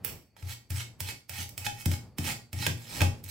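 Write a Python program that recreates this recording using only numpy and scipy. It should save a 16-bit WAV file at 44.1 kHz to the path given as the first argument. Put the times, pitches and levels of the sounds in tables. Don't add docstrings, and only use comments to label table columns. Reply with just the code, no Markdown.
import sys
import numpy as np
from scipy import signal
from scipy.fft import rfft, irfft
from scipy.io import wavfile
from scipy.ndimage import uniform_filter1d

SR = 44100
rng = np.random.default_rng(int(sys.argv[2]) if len(sys.argv) > 2 else 0)


def master_out(mix):
    frames = np.transpose(np.atleast_2d(mix))
    ceiling = np.clip(frames, -1, 1)
    pcm = np.round(ceiling * 32767).astype(np.int16)
    wavfile.write(sys.argv[1], SR, pcm)


N = 145530

TICK_S, TICK_SPIKE = 0.0024, 3.1


def amp(db):
    return 10 ** (np.asarray(db) / 20)


def evened(x):
    return x / np.sqrt(np.mean(x ** 2) + 1e-20)


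def unit(x):
    return x / np.sqrt(np.sum(x ** 2) + 1e-20)


def read(points, hz):
    f, value = np.transpose(points)
    return np.interp(np.log(hz + 1), np.log(f + 1), value)


def add(mix, s, sound):
    part = mix[max(round(s * SR), 0):][:len(sound)]
    part += sound[:len(part)]


def colour(x, points, tilt_db=0, size=4096):
    hz = abs(np.fft.fftfreq(size, 1 / SR))
    octaves = np.log2(np.maximum(hz, 1000) / 4000)
    log_gain = np.log(amp(read(points, hz) + tilt_db * octaves))
    taps = np.fft.ifft(np.exp(np.conj(signal.hilbert(log_gain)))).real
    return signal.fftconvolve(x, taps[:size // 2])


def flatten(x, size):
    z = rfft(x, 2 * len(x))
    broad_power = uniform_filter1d(abs(z) ** 2, size=size)
    return unit(irfft(z / np.sqrt(broad_power + 1e-12))[:len(x)])


def burst(decay_s, spike=0, size=1024):
    x = rng.standard_normal(size) * np.exp(-np.arange(size) / SR / decay_s)
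    x[0] += spike
    return flatten(x, size=31)


def shifting(x):
    patch_db, patch_hz, patch_s = 3.5, 404, 0.031
    z = signal.stft(x, nperseg=512)[2]
    per_hz = np.fft.fftfreq(z.shape[0], SR / 512)[:, None]
    per_s = np.fft.fftfreq(z.shape[1], 256 / SR)
    blur = np.exp(-2 * ((per_hz * patch_hz) ** 2 + (per_s * patch_s) ** 2))
    noise = rng.standard_normal(z.shape)
    patches = evened(np.fft.ifft2(np.fft.fft2(noise) * blur).real)
    return signal.istft(z * amp(patch_db * patches))[1][:len(x)]


def crackle(count):
    snaps_per_s, spread_db, smooth_share = 3000, 3.5, 0.59
    grip_db, grip_s = 0.65, 0.0041
    size = amp(spread_db * np.minimum(rng.exponential(1, count), 4.5))
    snaps = size * rng.choice([-1, 1], count) * (rng.random(count) < snaps_per_s / SR)
    slow = np.exp(-(np.fft.rfftfreq(count, 1 / SR) * grip_s) ** 2)
    grip = evened(irfft(rfft(rng.standard_normal(count)) * slow, count))
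    friction = smooth_share * rng.standard_normal(count)
    return shifting((evened(snaps) + friction) * amp(grip_db * grip))


def background():
    # f/Hz, relative level/dB
    floor = [(25, -14), (117, -17.5), (293, -18), (575, -29), (1330, -34), (2480, -16), (3900, -70),
             (4450, -10), (5100, -34), (16000, -44)]
    # f/Hz, relative level/dB per Hz
    handling = [(25, -19), (60, 6), (110, 10.5), (160, 4), (350, -4.5), (800, -12), (1500, -21.5),
                (8000, -40.5)]
    # t/s, level/dB
    handling_level = [(0, -52.5), (0.131, -44), (0.311, -71), (.45, -54.5), (.67, -66.5), (0.848, -55),
                      (1.0, -57), (1.12, -49), (1.26, -69), (1.45, -53), (1.85, -57), (2.05, -50.5),
                      (2.148, -59), (2.3, -42), (2.48, -62), (2.72, -71), (3.0, -38), (3.3, -58)]
    floor_db = -78
    air = np.array([evened(colour(rng.standard_normal(N), floor)[:N]) for side in range(2)])
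    left, right, both = [evened(colour(rng.standard_normal(N), handling)[:N]) for part in range(3)]
    level = amp(np.interp(np.arange(N) / SR, *np.transpose(handling_level)))
    room_noise = amp(floor_db) * evened(air + .5 * air[::-1])
    rustle = level * evened(both + 0.37 * np.array([left, right]))
    return room_noise + rustle


def wet_contacts():
    # t/s, energy level/dB, treble tilt/dB per octave
    ticks = [(0.0478, -6.5, 1), (0.3659, -26.5, -3.5), (.426, -23, -1.5), (0.7044, -8, 3.5),
             (1.0045, -1.5, 3), (1.295, -7.5, 2.5), (1.492, -12.5, 6), (1.5786, -4, 3.5), (1.8577, -0.5, 2),
             (1.916, -8, -1), (2.184, -4.5, 1), (2.318, -16, 8), (2.530, -10.5, 1.5), (2.6655, -3.5, -3.5),
             (3.0172, 2, -3), (3.24, -10, 6.5)]
    # f/Hz, relative level/dB
    wet_colour = [(100, -33), (600, 12), (1200, 4.5), (2400, 11.5), (4200, 1), (5500, 7), (6600, -2),
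                  (8200, 5.5), (11000, -0.5), (15000, 3)]
    lead_in_s, lead_in_db = 0.0039, -14.5
    splat_s, splat_db, splat_fade_s, splat_tilt_db = .056, -36, 0.046, 1.2
    out, t = np.zeros(N), np.arange(SR // 4) / SR
    for s, db, tilt_db in ticks:
        tick = unit(colour(burst(TICK_S, TICK_SPIKE), wet_colour, tilt_db))
        add(out, s, amp(db) * tick)
        squeeze = burst(lead_in_s)[::-1]
        lead_in = unit(colour(squeeze, wet_colour, tilt_db))
        add(out, s - len(squeeze) / SR, amp(db + lead_in_db) * lead_in)
    squelch = evened(colour(crackle(count=len(t)), wet_colour, splat_tilt_db)[:len(t)])
    add(out, splat_s, amp(splat_db) * squelch * np.exp(-t / splat_fade_s))
    return out


def slap():
    # f/Hz, relative level/dB per Hz
    pop_colour = [(100, -17), (600, -5), (1300, -19.5), (2000, -27), (2480, 0), (3000, -34.5), (6000, -23),
                  (15000, 6)]
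    slap_s, slap_db = .047, 5
    out = np.zeros(N)
    pop = unit(colour(burst(TICK_S, TICK_SPIKE), pop_colour))
    add(out, slap_s, amp(slap_db) * pop)
    return out


def nearby(x, early_db):
    early_s = 0.003
    t = np.arange(SR // 20) / SR
    echo = amp(early_db) * unit(rng.standard_normal(len(t)) * (t > .0005) * np.exp(-t / early_s))
    echo[0] = 1
    return signal.fftconvolve(x, flatten(echo, size=7))[:N]


def kitchen(x):
    # f/Hz, t60/s
    room_t60 = [(150, 0.47), (600, 0.31), (2000, 0.27), (5000, 0.31), (9000, 0.26), (15000, 0.25)]
    room_db, build_s = -3, 0.0016
    t = np.arange(SR * 2 // 3) / SR
    longest = np.max(np.transpose(room_t60)[1])
    envelope = (1 - np.exp(-t / build_s)) * amp(-60 * t / longest)
    tail = flatten(rng.standard_normal(len(t)) * envelope, size=81)
    hz, at, z = signal.stft(tail, SR, nperseg=256)
    faster = 1 / read(room_t60, hz)[:, None] - 1 / longest
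    tail = signal.istft(z * amp(-60 * at * faster), SR)[1]
    return amp(room_db) * signal.fftconvolve(x, unit(tail))[:N]


def board():
    # t/s, boom level/dB, hum drive/dB, drive of modes and rumble/dB, boom f/Hz
    thumps = [(0.052, -50.5, -43, -56, 99.4), (0.425, -32, -21, -69, 89.7), (0.7021, -27, -14, -42, 90.6),
              (1.006, -33, -29.5, -49, 92.2), (1.295, -42, -26, -52, 89), (1.385, -36, -26, -45.5, 89),
              (1.577, -41, -26, -57, 91), (1.664, -43, -23, -46.5, 103.5), (1.859, -20.5, -14.5, -27, 88.9),
              (2.185, -30, -36, -30, 87.2), (2.271, -47, -25, -37, 89), (2.53, -30, -14.5, -40, 90),
              (2.60, -48, -27, -37, 102), (2.667, -29, -17.5, -31, 91.8), (3.008, -17.5, -16, -25, 91),
              (3.24, -40.5, -38, -54, 93)]
    # f/Hz, relative level/dB, t60/s
    room_modes = [(134.8, -8.5, 0.41), (159.7, -3, 0.32), (196.7, -4.5, 0.18), (234, -8, 0.54),
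                  (289.9, -6, 0.33), (338, -15, 0.37), (363, -13.5, 0.37), (444, -15, 0.12),
                  (609, -26, 0.34)]
    # f/Hz, relative level/dB per Hz
    rumble_colour = [(30, -22), (80, 4), (150, 5.5), (320, 3.5), (500, -11), (800, -10.5), (1500, -31),
                     (8000, -66)]
    boom_rise_s, boom_hold_s, boom_fade_s, boom_sag_s = 0.0068, 0.08, 0.023, 0.11
    hum_hz, hum_gain_db, hum_rise_s, hum_fade_s = 117.7, -2.5, 0.067, 0.051
    modes_rise_s, rumble_db, rumble_s = 0.0054, -6.5, 0.056
    out, t = np.zeros(N), np.arange(SR * 2 // 3) / SR
    fall = np.exp(-t / boom_sag_s - np.maximum(t - boom_hold_s, 0) / boom_fade_s)
    swell = np.minimum(t / boom_rise_s, 1) * fall
    hum_swell = (1 - np.exp(-t / hum_rise_s)) ** 2 * np.exp(-t / hum_fade_s)
    hum = amp(hum_gain_db) * hum_swell * np.sin(2 * np.pi * hum_hz * t)
    onset = np.minimum(t / modes_rise_s, 1)
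    for s, boom_db, hum_db, modes_db, hz in thumps:
        modes = sum(amp(db - 60 * t / t60) * np.sin(2 * np.pi * f * t + rng.uniform(0, 2 * np.pi))
                    for f, db, t60 in room_modes)
        noise = evened(colour(rng.standard_normal(len(t)), rumble_colour)[:len(t)])
        rumble = amp(rumble_db) * noise * np.exp(-t / rumble_s)
        boom = amp(boom_db) * swell * np.cos(2 * np.pi * hz * t)
        add(out, s, boom + amp(hum_db) * hum + amp(modes_db) * onset * (modes + rumble))
    return out


def tears(count):
    # f/Hz, relative level/dB per Hz
    tear_colour = [(100, -14), (800, -1.5), (1150, -0.5), (1650, 3.5), (2600, 5.5), (3600, 0.5), (6000, 0),
                   (15000, -12)]
    tears_per_s, tear_db = 170, -6.5
    at = np.cumsum(rng.exponential(SR / tears_per_s, count)).astype(int)
    at = at[at < count]
    snaps = np.zeros(count)
    size = rng.uniform(.4, 1, count) * rng.choice([-1, 1], count)
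    snaps[at] = size[:len(at)]
    return amp(tear_db) * evened(colour(snaps, tear_colour)[:count])


def rasps():
    # start t/s, end t/s, drag level/dB, deepest bite t/s, bite half-width/s,
    # bite level/dB, treble tilt/dB per octave, drive to the blade/dB
    strokes = [(0.367, 0.545, -57.5, .518, 0.031, -40, 0, -3),
               (0.702, 0.834, -46, .797, 0.041, -38, -1.5, -8),
               (1.005, 1.124, -46.5, 1.094, 0.022, -36, -1.5, -3),
               (1.3, 1.447, -45.5, 1.41, 0.046, -39, -1, 0.5),
               (1.575, 1.671, -50, 1.657, 0.0066, -32.5, -1, 3.5),
               (1.745, 1.834, -53.5, 1.815, 0.019, -41, 4, 7),
               (1.857, 1.985, -64, 1.93, 0.021, -39, -1, -2.5),
               (2.185, 2.339, -47.5, 2.286, 0.036, -31.5, -1, -2),
               (2.533, 2.695, -51.5, 2.63, 0.033, -34, -1.5, 3),
               (2.771, 3.07, -51.5, 2.975, 0.054, -37.5, -1, -7),
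               (3.057, 3.215, -63.5, 3.10, .03, -70, -3.5, -13),
               (3.242, 3.333, -49.5, 3.295, 0.0081, -38, 2, -2.5)]
    # f/Hz, relative level/dB per Hz
    rasp_colour = [(60, -21.5), (200, -11.5), (450, -15.5), (800, -4.5), (1150, -9), (1750, 1.5), (2500, 3),
                   (3500, 1), (3900, 1), (5300, 2.5), (6800, -3.5), (7700, 2), (10000, 0), (15500, -1)]
    attack_s, release_s = 0.001, .015
    out, drive = np.zeros((2, N))
    for start, end, drag_db, bite_s, width, bite_db, tilt_db, ring_db in strokes:
        t = np.arange(start, end, 1 / SR)
        bite = amp(bite_db) * np.exp(-.5 * ((t - bite_s) / width) ** 2)
        force = np.hypot(amp(drag_db), bite)
        gate = np.clip((t - start) / attack_s, 0, 1) * np.clip((end - t) / release_s, 0, 1)
        grit = evened(colour(crackle(count=SR // 2), rasp_colour, tilt_db)[:SR // 2])
        texture = evened(grit + tears(count=SR // 2))[:len(t)]
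        rasp = force * gate * texture
        add(out, start, rasp)
        add(drive, start, amp(ring_db) * rasp)
    return np.array([out, drive])


def blade(drive):
    # f/Hz, relative energy level/dB, t60/s
    blade_modes = [(822, -17, .17), (1421, -26, .35), (1897, -22, .09), (2191, -23, .18), (2566, -22, .14),
                   (3101, -24, .25), (4107, -27, .28), (4640, -28, .14), (5260, -24, .15), (6500, -25, .22),
                   (9130, -30, .25)]
    blade_db = 2
    t = np.arange(SR // 2) / SR
    ring = sum(amp(db) * unit(np.cos(2 * np.pi * hz * t) * amp(-60 * t / t60))
               for hz, db, t60 in blade_modes)
    return amp(blade_db) * signal.fftconvolve(drive, ring)[:N]


def knocks():
    # t/s, energy level/dB, treble tilt/dB per octave, drive to the blade/dB
    blows = [(1.665, -1.5, 1.5, -1.5), (2.6655, 3, 2.5, -17), (3.0065, 0, -1, -5), (3.0172, -3, 2.5, 6.5)]
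    # f/Hz, relative level/dB
    clack_colour = [(100, 5.5), (420, -2.5), (630, -3.5), (830, 8), (1150, -15.5), (1600, 10.5), (2050, -4),
                    (2500, 6.5), (3200, -1), (3580, 5), (4000, -6), (5400, -5), (7000, -7.5),
                    (15000, -12.5)]
    knock_s = 0.0025
    out, drive = np.zeros((2, N))
    for s, db, tilt_db, ring_db in blows:
        clack = amp(db) * unit(colour(burst(knock_s, spike=1), clack_colour, tilt_db))
        add(out, s, clack)
        add(drive, s, amp(ring_db) * clack)
    return np.array([out, drive])


def scene():
    # f/Hz, level/dB
    left_direct = [(100, -8.5), (550, -15), (900, 2.5), (1500, -16), (2400, -4), (3400, -4), (5500, -7.5),
                   (7500, -2.5), (8600, -14), (11000, -8), (15000, -12)]
    left_room = [(200, 4.5), (600, 1), (2000, -6), (4000, -2.5), (7800, 4), (9000, -5.5), (15000, -8)]
    # f/Hz, level/dB
    board_left = [(90, 3.5), (160, 1.5), (250, -5.5), (600, -3)]
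    board_right = [(90, 0.6), (160, 0), (250, -1), (600, -7)]
    left_early_db, right_early_db = -1, -5
    bass_cut_hz = 74
    edge, drive = rasps() + knocks()
    cut = edge + blade(drive) + wet_contacts() + slap()
    bass_cut = signal.butter(2, bass_cut_hz, "highpass", fs=SR, output="sos")
    boom = signal.sosfilt(bass_cut, board())
    left = colour(nearby(cut, left_early_db), left_direct)[:N]
    left = left + colour(kitchen(cut), left_room)[:N]
    left = left + colour(boom, board_left)[:N]
    right = nearby(cut, right_early_db) + kitchen(cut) + colour(boom, board_right)[:N]
    return np.array([left, right]) + background()


def record(dry):
    taps = signal.firwin(301, 15900, window=("kaiser", 8), fs=SR)
    return signal.oaconvolve(dry, taps[None], "same")


dry = scene()
out = record(dry)
master_out(out)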